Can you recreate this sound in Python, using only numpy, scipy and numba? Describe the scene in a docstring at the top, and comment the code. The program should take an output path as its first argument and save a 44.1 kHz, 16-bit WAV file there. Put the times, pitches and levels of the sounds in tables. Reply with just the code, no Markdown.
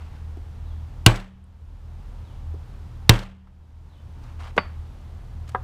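"""On a patio, two hammer blows drive a steel hole punch through tape into a wooden block on a cloth-covered table.
Each blow is a set of dying tones and noise: steel cracks, wood clacks, the table thumps, the house echoes.
The blows overload the camera: their first moments clip, then its limiter turns the background down.
Soft noise makes the handling and rubbing; the hammer is put down, then the camera is knocked.
Behind it all are a wavering machine hum, rumble, outdoor air and a far bird's sliding whistles."""
import sys
import numpy as np
from scipy import signal
from scipy.fft import rfft, irfft
from scipy.io import wavfile
from scipy.ndimage import uniform_filter1d
from numba import njit

SR = 44100
rng = np.random.default_rng(int(sys.argv[2]) if len(sys.argv) > 2 else 0)


def store_pcm(level_fs):
    """Save levels as 16-bit WAV."""
    pcm = np.round(np.clip(level_fs, -1, 1) * 32767).astype(np.int16)
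    wavfile.write(sys.argv[1], SR, np.atleast_2d(pcm).T)


N = 248660  # length in samples
TIME = np.arange(N) / SR  # seconds from the start
AGE = np.arange(SR) / SR  # seconds since a hit

# In all tables t60_s is the time a tone or noise takes to fade by 60 dB.
# Noise colours give only the balance between pitches; overall loudness is set where they are used.

# hammer blows: start_s, level_db, steel_db, brightness_db_per_octave, block_db, punch_ring_db,
# block_pitch_ratio, strongest_steel_hz
BLOWS = [(1.063, 15, 0, 0.5, 2.5, -1.5, .99, 2888), (3.0940, 17, 1, -0.5, 0, -9.5, 1.03, 3792)]
# hammer face and punch while they touch, before the brightness tilt: pitch_hz, level_db, t60_s
STEEL_MODES = [(1572, -1.5, 0.018), (2066, -3, 0.015), (2480, -6, 0.0089), (2870, -5, 0.018),
               (3870, -2, 0.0094), (4345, 0, .014), (5057, -0.5, 0.012), (5420, -5, 0.014),
               (6050, -7, .014), (7850, -9.5, 0.014)]
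# noise colour of the crack, before the brightness tilt: pitch_hz, level_db_per_hz
CRACK_COLOUR = [(200, -2.5), (1000, -3), (2000, 0), (4500, 3), (6500, -5.5), (9000, -11.5), (15000, -19.5)]
# the punch ringing on in the gloved hand: pitch_hz, level_db, t60_s
PUNCH_MODES = [(2866, -30, .18), (3013, -32, .2), (7830, -40, 0.2), (7920, -38.5, .27), (8030, -37.5, .22),
               (8240, -42.5, .17)]
# the wooden block, before the blow's pitch ratio: pitch_hz, level_db, t60_s
BLOCK_MODES = [(326, -16, .14), (378, -20.5, 0.15), (449, -24.5, 0.14), (523, -22, .18), (631, -26.5, .16),
               (852, -29, .18), (904, -28, 0.22), (992, -19, 0.081), (1143, -27, .14), (1534, -25.5, 0.21),
               (1635, -25, 0.16), (2394, -28, .14), (2620, -28, .15), (3090, -30, 0.16)]
# the table top: pitch_hz, level_db, t60_s
TABLE_MODES = [(33.5, -9.5, .33), (47.5, -12, 0.13), (88, -15, .16), (114, 0.5, .14), (114, -20.5, .4),
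               (160, -13, .07), (190, -30, 0.81), (220, -10, 0.082)]
# noise colour of the dense upper tones of block and table: pitch_hz, level_db_per_hz
WOOD_COLOUR = [(150, -2), (300, 1.5), (1000, 2), (1800, -6.5), (3000, -5.5), (5000, -18.5), (9000, -25),
               (15000, -36.5)]
# noise colour of a blow as the patio sends it back: pitch_hz, level_db_per_hz
PATIO_COLOUR = [(60, -5), (250, 2.5), (900, -1.5), (1700, -3.5), (3200, -10), (5000, -20), (8500, -27.5),
                (15000, -40)]
# noise colour of the farther garden's faint, long answer: pitch_hz, level_db_per_hz
GARDEN_COLOUR = [(150, -6), (400, 0), (1600, -4), (2400, -8), (3100, -5), (4200, -20), (15000, -50)]
# single hard reflections from the house: delay_s, level_db
HOUSE_SLAPS = [(.042, -31.5), (.095, -33), (.106, -47), (.137, -45.5)]
# the punch is set down on the tape before each blow: start_s, level_db
PLACINGS = [(.372, -39.5), (2.541, -39.5)]
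# the punch is pulled free after each blow: start_s, level_db, centre_hz, width_octaves, t60_s
PULLS = [(1.441, -53, 8850, .3, 0.023), (3.472, -46, 1100, 0.91, .09)]
# the hammer head landing on the table: pitch_hz, level_db, t60_s
LANDING_MODES = [(182, -35, 0.27), (383, -35, 0.12), (592, -30.5, 0.17), (910, -13, 0.044),
                 (1139, -20, 0.085), (1430, -22, 0.091), (1717, -23, 0.06), (2040, -25.5, 0.09),
                 (2610, -20, 0.033), (3087, -21, 0.022), (4550, -38, 0.23), (4870, -43.5, 0.16),
                 (8204, -66, 0.24)]
# noise colour of that landing: pitch_hz, level_db_per_hz
LANDING_COLOUR = [(150, 0), (500, -2), (1000, 3.5), (2000, 0), (3200, -9), (4000, -19), (5000, -26),
                  (8000, -46), (15000, -69)]
# the camera housing when knocked: pitch_hz, level_db, t60_s
HOUSING_MODES = [(379, -33, 0.12), (534, -33, .14), (745, -27.5, 0.14), (995, -20.5, 0.071),
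                 (1225, -27, 0.079), (1630, -25, 0.069), (2023, -30.5, 0.045)]
# noise colour of that knock: pitch_hz, level_db_per_hz
HOUSING_COLOUR = [(200, -9), (600, -3.5), (1200, 3.5), (1900, -13), (2500, -28), (3600, -28), (5000, -52),
                  (15000, -63)]
# glove and hammer sliding on cloth: start_s, length_s, level_db
SLIDES = [(-.1, 0.23, -54), (0.097, 0.14, -58.5), (4.193, .16, -57.5), (4.385, 0.08, -44.5),
          (4.435, 0.084, -47)]
# noise colour of the cloth: pitch_hz, level_db_per_hz
CLOTH_COLOUR = [(300, -13), (800, 6), (1500, 2), (2800, -4.5), (4500, -12), (8000, -21), (15000, -35)]
# gloves brushing over tools and camera: start_s, length_s, level_db
BRUSHES = [(4.23, .015, -57.5), (4.563, 0.012, -41), (5.476, .01, -50), (5.486, .018, -48),
           (5.517, .012, -55.5)]
# noise colour of the glove: pitch_hz, level_db_per_hz
GLOVE_COLOUR = [(300, -5), (1500, 4.5), (4500, -1), (8000, -8), (15000, -22)]
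# a far bird repeats one call: start_s, level_db, final_hz
BIRD_CALLS = [(.635, -66, 3300), (2.225, -68, 2990), (3.885, -65, 3080)]
# hum of a distant machine, before it wavers: pitch_hz, rms_db
HUM_TONES = [(39.2, -42.5), (78.3, -39), (117.5, -51.5)]
# noise colour of the low rumble: pitch_hz, level_db_per_hz
RUMBLE_COLOUR = [(12, -9.5), (28, -1), (44, 0), (60, -2.5), (85, -0.5), (110, -3.5), (140, -15),
                 (200, -23.5), (400, -62.5)]
# noise colour of the outdoor air: pitch_hz, level_db_per_hz
AIR_COLOUR = [(76, -29), (130, -2.5), (179, -10), (205, -10.5), (373, -19.5), (512, -20.5), (650, -22.5),
              (858, -20), (2100, -32.5), (3310, -34.5), (4290, -37.5), (15000, -52.5)]

# the table springs back just after each blow
REBOUND_S, REBOUND_LENGTH_S, REBOUND_DB = 0.0033, 0.0046, 0
GARDEN_DB, GARDEN_T60_S = -52, 0.9
# nearby walls keep the echo up for a moment, then it drains into the garden
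ECHO_RISE_S, ECHO_HOLD_S = 0.005, 0.062
ECHO_SAG_DB_PER_S, ECHO_FALL_DB_PER_S = 80, 183
# the dull answer of the block when the punch is placed
BUMP_HZ, BUMP_OCTAVES, BUMP_T60_S = 340, 0.65, 0.085
# the handle meets the cloth just before the hammer head lands
HAMMER_DOWN_S, HANDLE_LEAD_S = 4.5781, 0.012
HANDLE_DB, HANDLE_HZ, HANDLE_OCTAVES, HANDLE_T60_S = -26, 486, 0.63, 0.085
CAMERA_KNOCK_S = 5.5473
CALL_START_HZ, CALL_SLIDE_S, CALL_LENGTH_S = 4400, 0.078, 0.115
AIR_DB = -49.5
TOP_HZ = 15350  # the camera passes little above this pitch


def blows():
    """Steel cracks on steel; the block clacks; the table is pushed away from the microphone and springs back."""
    out = np.zeros(N)
    rebound_part = np.clip((AGE - REBOUND_S) / REBOUND_LENGTH_S, 0, 1)
    rebound = undb(REBOUND_DB) * np.sin(np.pi * rebound_part)
    table = rebound - swell(0.0027) * ring(TABLE_MODES)
    for s, db, steel_db, brightness, block_db, punch_db, pitch, strongest_hz in BLOWS:
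        colour = tilted(CRACK_COLOUR, brightness)
        crack = ring(tilted(STEEL_MODES, brightness))
        crack += ring([(strongest_hz, -1, 0.017)])  # the steel tone driven hardest: Hz, dB, t60 s
        crack += undb(-2) * noise(colour, SR) * fade(0.022)
        steel = undb(steel_db) * crack + undb(punch_db) * ring(PUNCH_MODES)

        wood = ring(BLOCK_MODES, pitch) + undb(-12) * noise(WOOD_COLOUR, SR) * fade(0.1)
        block = undb(block_db) * swell(0.0011) * wood
        echo = undb(-25) * scatter(PATIO_COLOUR)
        add(out, s, undb(db) * (steel - block + table + echo))

        garden = noise(GARDEN_COLOUR, SR) * fade(GARDEN_T60_S)
        add(out, s, undb(db + GARDEN_DB) * garden)
        for delay_s, slap_db in HOUSE_SLAPS:
            slap = noise(colour, SR) * swell(0.001) * fade(0.04)
            add(out, s + delay_s, undb(db + slap_db) * slap)
    return out


def punch_handling():
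    """The punch bumps the block as it is placed, and ticks as it comes out of the cut."""
    out = np.zeros(N)
    for s, db in PLACINGS:
        add(out, s, puff(db, BUMP_HZ, BUMP_OCTAVES, BUMP_T60_S))
    for s, db, hz, octaves, t60 in PULLS:
        add(out, s, puff(db, hz, octaves, t60))
    return out


def hammer_down():
    """The hammer is laid on the table: the handle thuds, then the head clacks and rings."""
    out = knock(HAMMER_DOWN_S, LANDING_MODES, LANDING_COLOUR,
                clack_db=-9, clack_t60=0.05, contact_s=0.00061, echo_db=-38)
    handle = swell(0.00072) * puff(HANDLE_DB, HANDLE_HZ, HANDLE_OCTAVES, HANDLE_T60_S)
    add(out, HAMMER_DOWN_S - HANDLE_LEAD_S, handle)
    return out


def camera_knock():
    """The camera housing is knocked: a short clack with dull, quickly fading tones."""
    return knock(CAMERA_KNOCK_S, HOUSING_MODES, HOUSING_COLOUR,
                 clack_db=-15.5, clack_t60=0.046, contact_s=0.0009, echo_db=-45)


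def knock(s, modes, colour, clack_db, clack_t60, contact_s, echo_db):
    """A cushioned contact noise, the ring of the thing that was knocked, and its echo."""
    out = np.zeros(N)
    clack = undb(clack_db) * noise(colour, SR) * fade(clack_t60)
    echo = undb(echo_db) * scatter(colour)
    add(out, s, swell(contact_s) * (ring(modes) + clack) + echo)
    return out


def friction(strokes, colour, grain_db):
    """Each stroke of rubbing grows and fades, catching unevenly."""
    stroke_level = np.zeros(N)
    for s, length, db in strokes:
        part = np.clip((TIME - s) / length, 0, 1)
        stroke_level += undb(db) * np.sin(np.pi * part)
    grain = undb(grain_db * walk(300))
    return stroke_level * grain * noise(colour, N)


def bird():
    """Thin, fluttering whistles that slide down to a slightly wavering held note."""
    out = np.zeros(N)
    for s, db, final_hz in BIRD_CALLS:
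        slide_hz = np.interp(TIME - s, [0, CALL_SLIDE_S], [CALL_START_HZ, final_hz])
        hz = slide_hz * (1 + 0.014 * walk(200))
        part = np.clip((TIME - s) / CALL_LENGTH_S, 0, 1)
        arch = 2 * np.sqrt(part * (1 - part))  # silent at both ends of the call
        flutter_db = 3.5 * walk(70)
        out += undb(db + flutter_db) * arch * np.sin(2 * np.pi * np.cumsum(hz) / SR)
    return out


def far(x, wet_db=-7):
    """A distant sound, smeared by its reflections."""
    response = scatter(CRACK_COLOUR)
    response = response / np.linalg.norm(response)
    return x + undb(wet_db) * signal.fftconvolve(x, response)[:N]


def background():
    """A machine hum wavering in pitch and level, over low rumble and steady outdoor air."""
    clock = np.cumsum(1 + 0.0023 * walk(3.2)) / SR  # all hum tones drift in pitch together
    hum = np.zeros(N)
    for hz, db in HUM_TONES:
        level = undb(db + 3.5 * walk(9)) * np.sqrt(2)  # rms to peak
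        hum += level * np.sin(2 * np.pi * (hz * clock + rng.random()))
    rumble = undb(-42) * noise(RUMBLE_COLOUR, N)
    air = undb(AIR_DB) * noise(AIR_COLOUR, N)
    return hum + rumble + air


def scatter(colour, cluster_db=1.8):
    """Sound thrown in all directions comes back as a dense wash, in uneven clusters."""
    lost_db = ECHO_SAG_DB_PER_S * np.minimum(AGE, ECHO_HOLD_S)
    lost_db += ECHO_FALL_DB_PER_S * np.maximum(AGE - ECHO_HOLD_S, 0)
    clusters = cluster_db * walk(350)[:SR]
    return noise(colour, SR) * swell(ECHO_RISE_S) * undb(clusters - lost_db)


def puff(db, hz, octaves, t60):
    """A soft contact: a brief puff of noise around one frequency."""
    grid = np.geomspace(20, SR / 2, 40)
    hump_db = -30 * np.log10(1 + (np.log2(grid / hz) / octaves) ** 2)
    return undb(db) * noise(np.c_[grid, hump_db], SR) * fade(t60)


def ring(modes, pitch=1):
    """Struck things sound at several pitches at once, each dying away at its own pace."""
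    out = np.zeros(SR)
    for hz, db, t60 in modes:
        out += undb(db) * fade(t60) * np.sin(2 * np.pi * hz * pitch * AGE)
    return out


def tilted(table, db_per_octave):
    """A squarer blow is brighter, a glancing one duller: tilt the levels about the middle pitch."""
    rows = np.array(table, float)
    rows[:, 1] += db_per_octave * np.log2(rows[:, 0] / np.median(rows[:, 0]))
    return rows


def noise(colour, size):
    """Random hiss shaped to a colour table, then scaled to rms 1."""
    hz, db = np.transpose(colour)
    bins = np.maximum(np.fft.rfftfreq(size, 1 / SR), 1)
    gain = undb(np.interp(np.log(bins), np.log(hz), db))
    x = irfft(rfft(rng.standard_normal(size)) * gain, size)
    return x / x.std()


def walk(rate):
    """Smooth random drift with a spread of about 1, from rate random steps per second."""
    k = int(SR / rate)
    steps = np.repeat(rng.standard_normal(N // k + 1), k)
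    x = uniform_filter1d(uniform_filter1d(steps, k), k)[:N]
    return x / x.std()


def swell(rise_s):
    """Smooth build-up while two things press into each other."""
    return 1 - np.exp(-(AGE / rise_s) ** 2)


def fade(t60):
    """Energy drains steadily after a hit: down 60 dB after t60 seconds."""
    return np.exp(-np.log(1000) * AGE / t60)


def undb(db):
    """Decibels to gain."""
    return 10 ** (np.asarray(db) / 20)


def add(track, s, sound):
    """Mix a sound into a track at time s, cut off at the track's end."""
    start = int(s * SR)
    track[start:start + len(sound)] += sound[:len(track) - start]


def scene():
    """Work on the table over the sounds of the garden."""
    rubbing = friction(SLIDES, CLOTH_COLOUR, grain_db=2) + friction(BRUSHES, GLOVE_COLOUR, grain_db=3)
    work = blows() + punch_handling() + hammer_down() + camera_knock() + rubbing
    return (work + far(bird()) + background())[None]


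@njit
def gain_reduction(over, attack, release):
    """Decibels to turn down: rises quickly towards the overshoot, then lets go at a steady rate."""
    out, cut = np.empty(len(over)), 0.
    for i in range(len(over)):
        if over[i] > cut:
            cut += attack * (over[i] - cut)
        else:
            cut = max(cut - release, 0.)
        out[i] = cut
    return out


def record(dry, threshold_db=-3.0, attack_s=0.0028, release_db_per_s=16):
    """The camera's limiter is too slow for the first milliseconds, which clip; then it recovers gradually."""
    over = 20 * np.log10(np.abs(dry[0]) + 1e-9) - threshold_db
    cut_db = gain_reduction(over, 1 / (attack_s * SR), release_db_per_s / SR)
    limited = dry * undb(-cut_db)
    clipped = 0.93 * limited / (1 + limited ** 6) ** (1 / 6)  # rounded clipping
    low_pass = signal.ellip(8, 0.2, 70, TOP_HZ, fs=SR, output="sos")
    return signal.sosfilt(low_pass, clipped)


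dry = scene()
out = record(dry)
store_pcm(out)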